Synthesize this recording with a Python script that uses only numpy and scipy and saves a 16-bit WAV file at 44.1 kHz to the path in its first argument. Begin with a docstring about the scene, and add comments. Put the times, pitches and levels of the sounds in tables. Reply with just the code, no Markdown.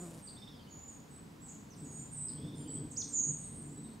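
"""The edge of a wood, in stereo. Small birds call from the trees to the right of the microphone: thin
high whistles, arched chips, one loud trill and a far song, all gliding tones scattered by trunks and
leaves. At the start a fly passes close to the microphone, its wingbeats buzzing and rustling.
Under it lie a faint, distant outdoor hush and a low rumble that swells in the second half."""
import sys
import numpy as np
from scipy import signal
from scipy.fft import rfft, irfft
from scipy.io import wavfile
from scipy.ndimage import uniform_filter1d

SR = 44100
rng = np.random.default_rng(int(sys.argv[2]) if len(sys.argv) > 2 else 0)


def digitize_waveform(pressure):
    """Quantize a signal to 16-bit integers and store it at the path in sys.argv[1].

    Rows of a 2-D input are taken as channels; values are limited to [-1, 1].
    """
    field = np.atleast_2d(pressure).T
    bounded = np.clip(field, -1, 1)
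    quanta = np.round(bounded * 32767).astype(np.int16)
    wavfile.write(sys.argv[1], SR, quanta)


N = 176400
T = np.arange(N) / SR
BIN_HZ = np.arange(N // 2 + 1) * SR / N
SIDE = np.array([[1], [-1]])   # adds on the left, subtracts on the right


def from_db(db):
    """Decibels to gain."""
    return 10 ** (np.asarray(db) / 20)


def rms_one(x):
    """Scale to rms 1."""
    return x / np.sqrt(np.mean(x ** 2) + 1e-20)


def in_time(rows):
    """Each column of a table over time, read at every sample."""
    times, *columns = np.transpose(rows)
    return [np.interp(T, times, column) for column in columns]


def per_bin(points):
    """A table over log frequency, read at every bin."""
    hz, value = np.transpose(points)
    return np.interp(np.log(BIN_HZ + 1e-3), np.log(hz), value)


def noise(spectrum):
    """Noise of a given colour, rolled off below 28 Hz, rms 1."""
    low_cut = BIN_HZ ** 4 / (BIN_HZ ** 4 + 28 ** 4)
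    white = rfft(rng.standard_normal(N))
    return rms_one(irfft(white * from_db(per_bin(spectrum)) * low_cut, N))


def drift(rate_hz):
    """Smooth random wandering, spread 1."""
    step, settle = 40, 2000
    pole = np.exp(-2 * np.pi * rate_hz * step / SR)
    white = rng.standard_normal(N // step + settle + 2)
    slow = signal.lfilter([1], [1, -2 * pole, pole * pole], white)[settle:]
    return np.interp(np.arange(N) / step, np.arange(len(slow)), rms_one(slow))


def phase(hz):
    """Running phase of a frequency curve."""
    return 2 * np.pi * np.cumsum(hz) / SR


def tone(hz):
    """A gliding sine of rms 1."""
    return np.sqrt(2) * np.sin(phase(hz))


def span(start, length):
    """The samples of a note and its progress from 0 to 1."""
    i = np.arange(max(int(start * SR), 0), min(int((start + length) * SR), N))
    return i, np.clip((i / SR - start) / length, 0, 1)


def swell(progress, rise, fall):
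    """Soft attack, hold and soft release; rise and fall are shares of the note's length."""
    attack = np.sin(np.pi / 2 * np.clip(progress / rise, 0, 1))
    release = np.sin(np.pi / 2 * np.clip((1 - progress) / fall, 0, 1))
    return attack * release


def hush():
    """Steady far-off outdoor noise, widest across the stereo image in the middle range."""
    # colour of the hush: f/Hz, relative level/dB
    spectrum = [(25, -9), (40, -6.5), (75, -2.5), (227, 1), (350, -10.5), (440, -11.5), (590, -16.5),
                (1020, -16), (1250, -21), (2300, -25.5), (4200, -28.5), (7300, -30), (9500, -33.5),
                (15500, -37.5)]
    # likeness of the two channels: f/Hz, left-right correlation
    likeness = [(60, 0.96), (130, 0.95), (240, 0.79), (480, 0.04), (950, 0.045), (1900, 0.065),
                (3800, 0.47), (7500, 0.95), (14000, 1)]
    alike = per_bin(likeness)
    width = np.sqrt((1 - alike) / (1.001 + alike))
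    mid = noise(spectrum)
    side = irfft(rfft(noise(spectrum)) * width, N)
    return from_db(-55) * (mid + side * SIDE)


def rumble():
    """A low, uneven rumble with a boomy resonance, alike in both channels."""
    # swells of the rumble: t/s, low band level/dB, upper band level/dB
    swells = [(0, -65.5, -65), (1.75, -58.5, -61), (1.86, -50.5, -50.5), (2.05, -55, -60.5),
              (2.18, -48, -68), (2.3, -58, -54), (2.46, -44, -45), (2.51, -51, -51), (2.68, -47.5, -49),
              (2.82, -45, -45.5), (2.92, -53, -54.5), (3.06, -51, -54), (3.14, -66, -56.5),
              (3.31, -44.5, -49.5), (3.41, -52, -64.5), (3.55, -48.5, -54.5), (3.8, -54, -52),
              (4, -55, -62.5)]
    # colour of the low band: f/Hz, relative level/dB
    low_band = [(30, -16.5), (70, -20), (110, -7.5), (130, -8), (149, 2.5), (172, -9), (210, -10.5),
                (300, -25.5), (600, -74)]
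    # colour of the upper band: f/Hz, relative level/dB
    upper_band = [(100, -25), (170, -3.5), (215, -1), (290, 6.5), (360, -9), (440, -4.5), (560, -19.5),
                  (1000, -29), (2500, -64)]
    low_db, upper_db = in_time(swells)
    return from_db(low_db) * noise(low_band) + from_db(upper_db) * noise(upper_band)


def booms():
    """Wavering low tones rise briefly out of the rumble."""
    # low booms: start t/s, length/s, f/Hz, level/dB
    notes = [(2.42, 0.068, 148, -40.5), (3.26, 0.14, 148.1, -40.5), (3.782, 0.27, 222.6, -48.5)]
    out, flutter_db, waver_hz = np.zeros(N), 2 * drift(27), 7 * drift(13.6)
    for start, length, hz, db in notes:
        i, progress = span(start, length)
        envelope = from_db(db + flutter_db[i]) * swell(progress, rise=0.47, fall=0.93)
        out[i] += envelope * tone(hz + waver_hz[i])
    return out


def wood(call, direct_db, scatter_db):
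    """A call reaches the microphone from the right, then as a dying cloud off trunks and leaves."""
    t60_s, build_s, correlation, right_lead_db = 0.52, 0.0014, 0.91, 6
    t = T[:SR]
    mid, side = rng.standard_normal((2, SR)) * (rng.random((2, SR)) < .05)   # sparse reflections
    echoes = np.sqrt(1 + correlation) * mid + np.sqrt(1 - correlation) * side * SIDE
    echoes = echoes * from_db(-60 * t / t60_s) * (1 - np.exp(-t / build_s))
    cloud = signal.fftconvolve(call[None], rms_one(echoes) / np.sqrt(SR), axes=1)[:, :N]
    direct = from_db(direct_db - right_lead_db / 2 * SIDE) * call
    return direct + from_db(scatter_db) * cloud


def far_song():
    """Far off, two runs of arched notes and a faint twitter; sliding upper notes blur into a haze."""
    # note pairs: start t/s, lower f/Hz, lower level/dB, upper f/Hz, upper level/dB
    notes = [(.366, 3615, -60.5, 5330, -63), (.418, 3600, -57.5, 5380, -66), (.472, 3556, -56, 5330, -65),
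             (.53, 3330, -65, 4910, -64), (0.591, 3170, -65, 4680, -66), (.67, 2990, -67.5, 4480, -71),
             (2.325, 3250, -70, 4700, -65), (2.372, 3320, -62, 5200, -67), (2.42, 3450, -60.5, 5150, -68),
             (2.472, 3590, -60.5, 5400, -70), (2.525, 3504, -61.5, 5050, -66),
             (2.59, 3310, -62.5, 4900, -68), (2.655, 3090, -62.5, 4690, -64), (2.752, 3220, -65, 4760, -68),
             (3.429, 3770, -71, 4230, -73), (3.77, 3960, -72, 4200, -80), (3.84, 3760, -67.5, 4460, -74),
             (3.91, 4170, -70, 4450, -75)]
    # mix of the lower notes, the second run more distant: t/s, direct level/dB, echo level/dB
    distance = [(.7, -1, -2.5), (2.3, -6, -0.5)]
    hold, drop = 0.64, 0.227   # upper note: share of its length held, share of its pitch lost
    lower, upper, roughness = np.zeros(N), np.zeros(N), 0.0343 * drift(320)
    for start, hz, db, upper_hz, upper_db in notes:
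        i, progress = span(start, length=.031)
        arch = 1 + 0.032 * (np.sin(np.pi * progress) - np.pi / 4)
        envelope = from_db(db) * swell(progress, rise=0.11, fall=0.56)
        lower[i] += envelope * tone(hz * (arch + roughness[i]))
        i, progress = span(start + 0.013, length=.042)
        slide = 1 - drop * np.clip((progress - hold) / (1 - hold), 0, 1)
        envelope = from_db(upper_db) * swell(progress, rise=.15, fall=0.17)
        upper[i] += envelope * tone(upper_hz * (slide + roughness[i]))
    direct_db, echo_db = in_time(distance)
    return wood(lower, direct_db, echo_db) + wood(upper, direct_db=-6.5, scatter_db=-4.5)


def fly():
    """A fly close to the microphone: wingbeat harmonics, and a puff of rustle on every beat."""
    # the pass: t/s, wingbeat f/Hz, buzz level/dB
    flight = [(0, 174, -50), (.028, 178.6, -45), (.055, 176, -45.5), (.08, 163.4, -51), (.13, 165, -52),
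              (.185, 159.2, -51.5), (.215, 162, -80)]
    # wingbeat spectrum: harmonic number, relative level/dB
    harmonics = [(1, -1), (2, -5), (3, -20), (4, -14.5), (5, -27), (6, -22), (7, -20), (8, -26), (9, -29),
                 (10, -39), (11, -32), (12, -39)]
    # colour of the wing rustle: f/Hz, relative level/dB
    wing_hiss = [(500, 11), (1500, -11.5), (3500, -9.5), (6000, -8), (9000, -4), (11500, -9.5),
                 (15000, -22)]
    stop_s, fade_s, dulling_db_per_s = 0.24, 0.041, 28
    hz, db = in_time(flight)
    beat = phase(hz * (1 + 0.022 * drift(90)))
    buzz = np.zeros(N)
    for k, level_db in harmonics:
        dull_db = dulling_db_per_s * T * (k > 3)   # the high harmonics sink into the rustle
        buzz += from_db(level_db - dull_db) * np.sin(k * beat + rng.uniform(0, 2 * np.pi))
    puffs = np.exp(0.49 * np.cos(beat))
    rustle = noise(wing_hiss) * puffs * from_db(1.9 * drift(80))
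    flying = np.clip((stop_s - T) / fade_s, 0, 1)
    return flying * (from_db(db) * rms_one(buzz) + from_db(-55.5) * rms_one(rustle))


def chips():
    """The pitch shoots up, sags to a knee, then plunges; farther birds have more echo."""
    # arched chips: start t/s, rise/s, sag/s, plunge/s, first f/Hz, top f/Hz, knee f/Hz, last f/Hz,
    # top level/dB, knee level/dB, echo gain/dB
    calls = [(0.242, 0.0045, 0.0057, .012, 8300, 9100, 8000, 6860, -62, -60, 7),
             (.268, 0.0089, .010, 0.0069, 4150, 4830, 4350, 3200, -50.5, -54, -0.5),
             (1.696, .010, .034, .014, 5600, 6360, 5180, 2900, -59.5, -63, -3),
             (2.271, 0.0058, 0.0094, .012, 5150, 5350, 5100, 3500, -69, -54, 2),
             (2.896, .018, 0.0027, .008, 6400, 8500, 7800, 5830, -50, -46, 2.5),
             (2.962, .016, .035, .015, 4100, 6976, 5765, 2970, -33, -41.5, -3)]
    out, waver_hz = np.zeros((2, N)), 50 * drift(150)
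    for start, rise, sag, plunge, first, top, knee, last, top_db, knee_db, echo_db in calls:
        corners = np.cumsum([0, rise, sag, plunge])
        i, progress = span(start, corners[-1])
        age = progress * corners[-1]
        hz = np.interp(age, corners, [first, top, knee, last])
        hz = uniform_filter1d(hz, size=220, mode="nearest")   # rounded bends
        db = np.interp(age, corners, [top_db - 24, top_db, knee_db, knee_db - 10.5])
        chip = np.zeros(N)
        chip[i] = from_db(db) * swell(progress, rise=0.036, fall=.04) * tone(hz + waver_hz[i])
        out += wood(chip, direct_db=-2.5, scatter_db=echo_db)
    return out


def whistles():
    """Thin, almost pure tones from the trees that bend through three pitches, with a quick warble."""
    # whistles: start t/s, length/s, first f/Hz, middle f/Hz, last f/Hz, level/dB, warble depth/Hz
    calls = [(-.03, 0.052, 7080, 7110, 6990, -53.5, 260), (-.03, 0.079, 8630, 8230, 8090, -56, 504),
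             (0.209, 0.11, 8550, 8340, 8280, -54, 303), (0.68, 0.11, 6760, 6785, 7060, -58.5, 40),
             (0.727, 0.19, 6840, 7035, 7000, -57.5, 29.8), (0.865, 0.079, 6830, 6740, 6580, -58, 40),
             (0.87, 0.077, 8320, 8320, 8430, -64.5, 80), (1.09, 0.085, 8040, 8000, 7940, -59.5, 230),
             (1.40, 0.083, 7420, 7970, 8180, -57, 130), (1.454, 0.056, 6750, 7550, 7200, -56, 454),
             (1.479, 0.0497, 5950, 6900, 6430, -54.5, 417), (1.746, 0.064, 9100, 8480, 8100, -66.5, 200),
             (1.764, 0.1, 7110, 8110, 7880, -58.5, 302), (1.836, 0.093, 7150, 6730, 6700, -57.5, 130),
             (1.911, 0.13, 6540, 6920, 7300, -52.5, 130), (1.892, 0.048, 9050, 9240, 9500, -65, 380),
             (1.903, 0.11, 8200, 8450, 8190, -52.5, 220), (2.099, 0.14, 8370, 8550, 8540, -48.5, 159),
             (2.13, .009, 8650, 8650, 8400, -46, 50), (2.149, .16, 7577, 8120, 8060, -44.5, 129),
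             (2.542, 0.088, 8560, 8730, 8880, -58.5, 99), (2.55, 0.089, 7150, 7310, 7540, -62, 77),
             (2.671, 0.1, 7580, 7970, 8160, -46.5, 150), (2.905, 0.11, 8320, 8420, 8270, -61.5, 220),
             (3.013, 0.18, 8400, 8320, 8300, -54, 160), (3.202, 0.15, 8360, 8320, 8400, -51, 323),
             (3.367, 0.12, 8440, 8380, 8540, -50.5, 346), (3.512, 0.12, 8610, 8370, 8330, -52.5, 350),
             (3.605, 0.13, 6860, 7270, 7960, -64, 252), (3.701, 0.1, 8070, 7950, 7970, -58.5, 200),
             (3.79, 0.086, 8000, 8140, 8280, -56, 131)]
    warble_hz, random_share = 74.6, 0.468
    out, waver_hz = np.zeros(N), 34.1 * drift(170)
    warble_phase = phase(warble_hz * (1 + 0.1882 * drift(24.66)))
    warble = (1 - random_share) * np.sin(warble_phase) + random_share * drift(234)
    flutter = from_db(1.15 * drift(86))
    for start, length, first, middle, last, db, depth in calls:
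        i, progress = span(start, length)
        bend = np.polyfit([0, .5, 1], [first, middle, last], 2)
        hz = np.polyval(bend, progress) + depth * warble[i] + waver_hz[i]
        out[i] += from_db(db) * swell(progress, rise=0.38, fall=0.19) * tone(hz)
    return out * flutter


def branches(call):
    """Echoes off branches close to the trilling bird beat against its sweeping pitch."""
    # branch echoes: delay/s, gain/dB
    echoes = [(.0043, -14), (0.0105, -26), (.027, -17)]
    return call + sum(from_db(db) * np.interp(T - delay, T, call, left=0) for delay, db in echoes)


def trill():
    """The loud bird: a sinking whistle whose pitch jumps up and slides down in quick repeats."""
    # course of the trill: t/s, centre f/Hz, level/dB
    course = [(3.112, 7100, -59), (3.134, 7230, -40.5), (3.14, 7160, -34), (3.175, 6670, -31.5),
              (3.2, 6654, -30), (3.226, 6673, -34.5), (3.25, 6650, -31.5), (3.271, 6730, -41),
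              (3.295, 6804, -31.5), (3.319, 6750, -40.5)]
    rate_hz, depth_hz, octave_db = 59, 245, -51
    centre_hz, db = in_time(course)
    start, end = course[0][0], course[-1][0]
    i, progress = span(start, end - start)
    beat = 2 * np.pi * rate_hz * (T[i] - T[i[0]])
    sweep_hz = depth_hz * (np.cos(beat) - 0.27 * np.sin(2 * beat))
    hz = centre_hz[i] + sweep_hz + 35 * drift(280)[i]
    voice = tone(hz) + from_db(octave_db) * tone(2 * hz)
    out = np.zeros(N)
    out[i] = from_db(db[i]) * swell(progress, rise=0.024, fall=0.047) * voice
    return out


def scene():
    """At the microphone: birds in the wood, the fly close by and the background."""
    birds = wood(whistles(), direct_db=-3.0, scatter_db=0.5) + chips()
    birds += wood(branches(trill()), direct_db=-3.0, scatter_db=-6.0) + far_song()
    return birds + fly() + hush() + rumble() + booms()


def record(dry):
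    """The treble is cut steeply at the very top."""
    cutoff_hz = 15700
    return signal.sosfilt(signal.ellip(12, .1, 70, cutoff_hz, fs=SR, output="sos"), dry)


dry = scene()
out = record(dry)
digitize_waveform(out)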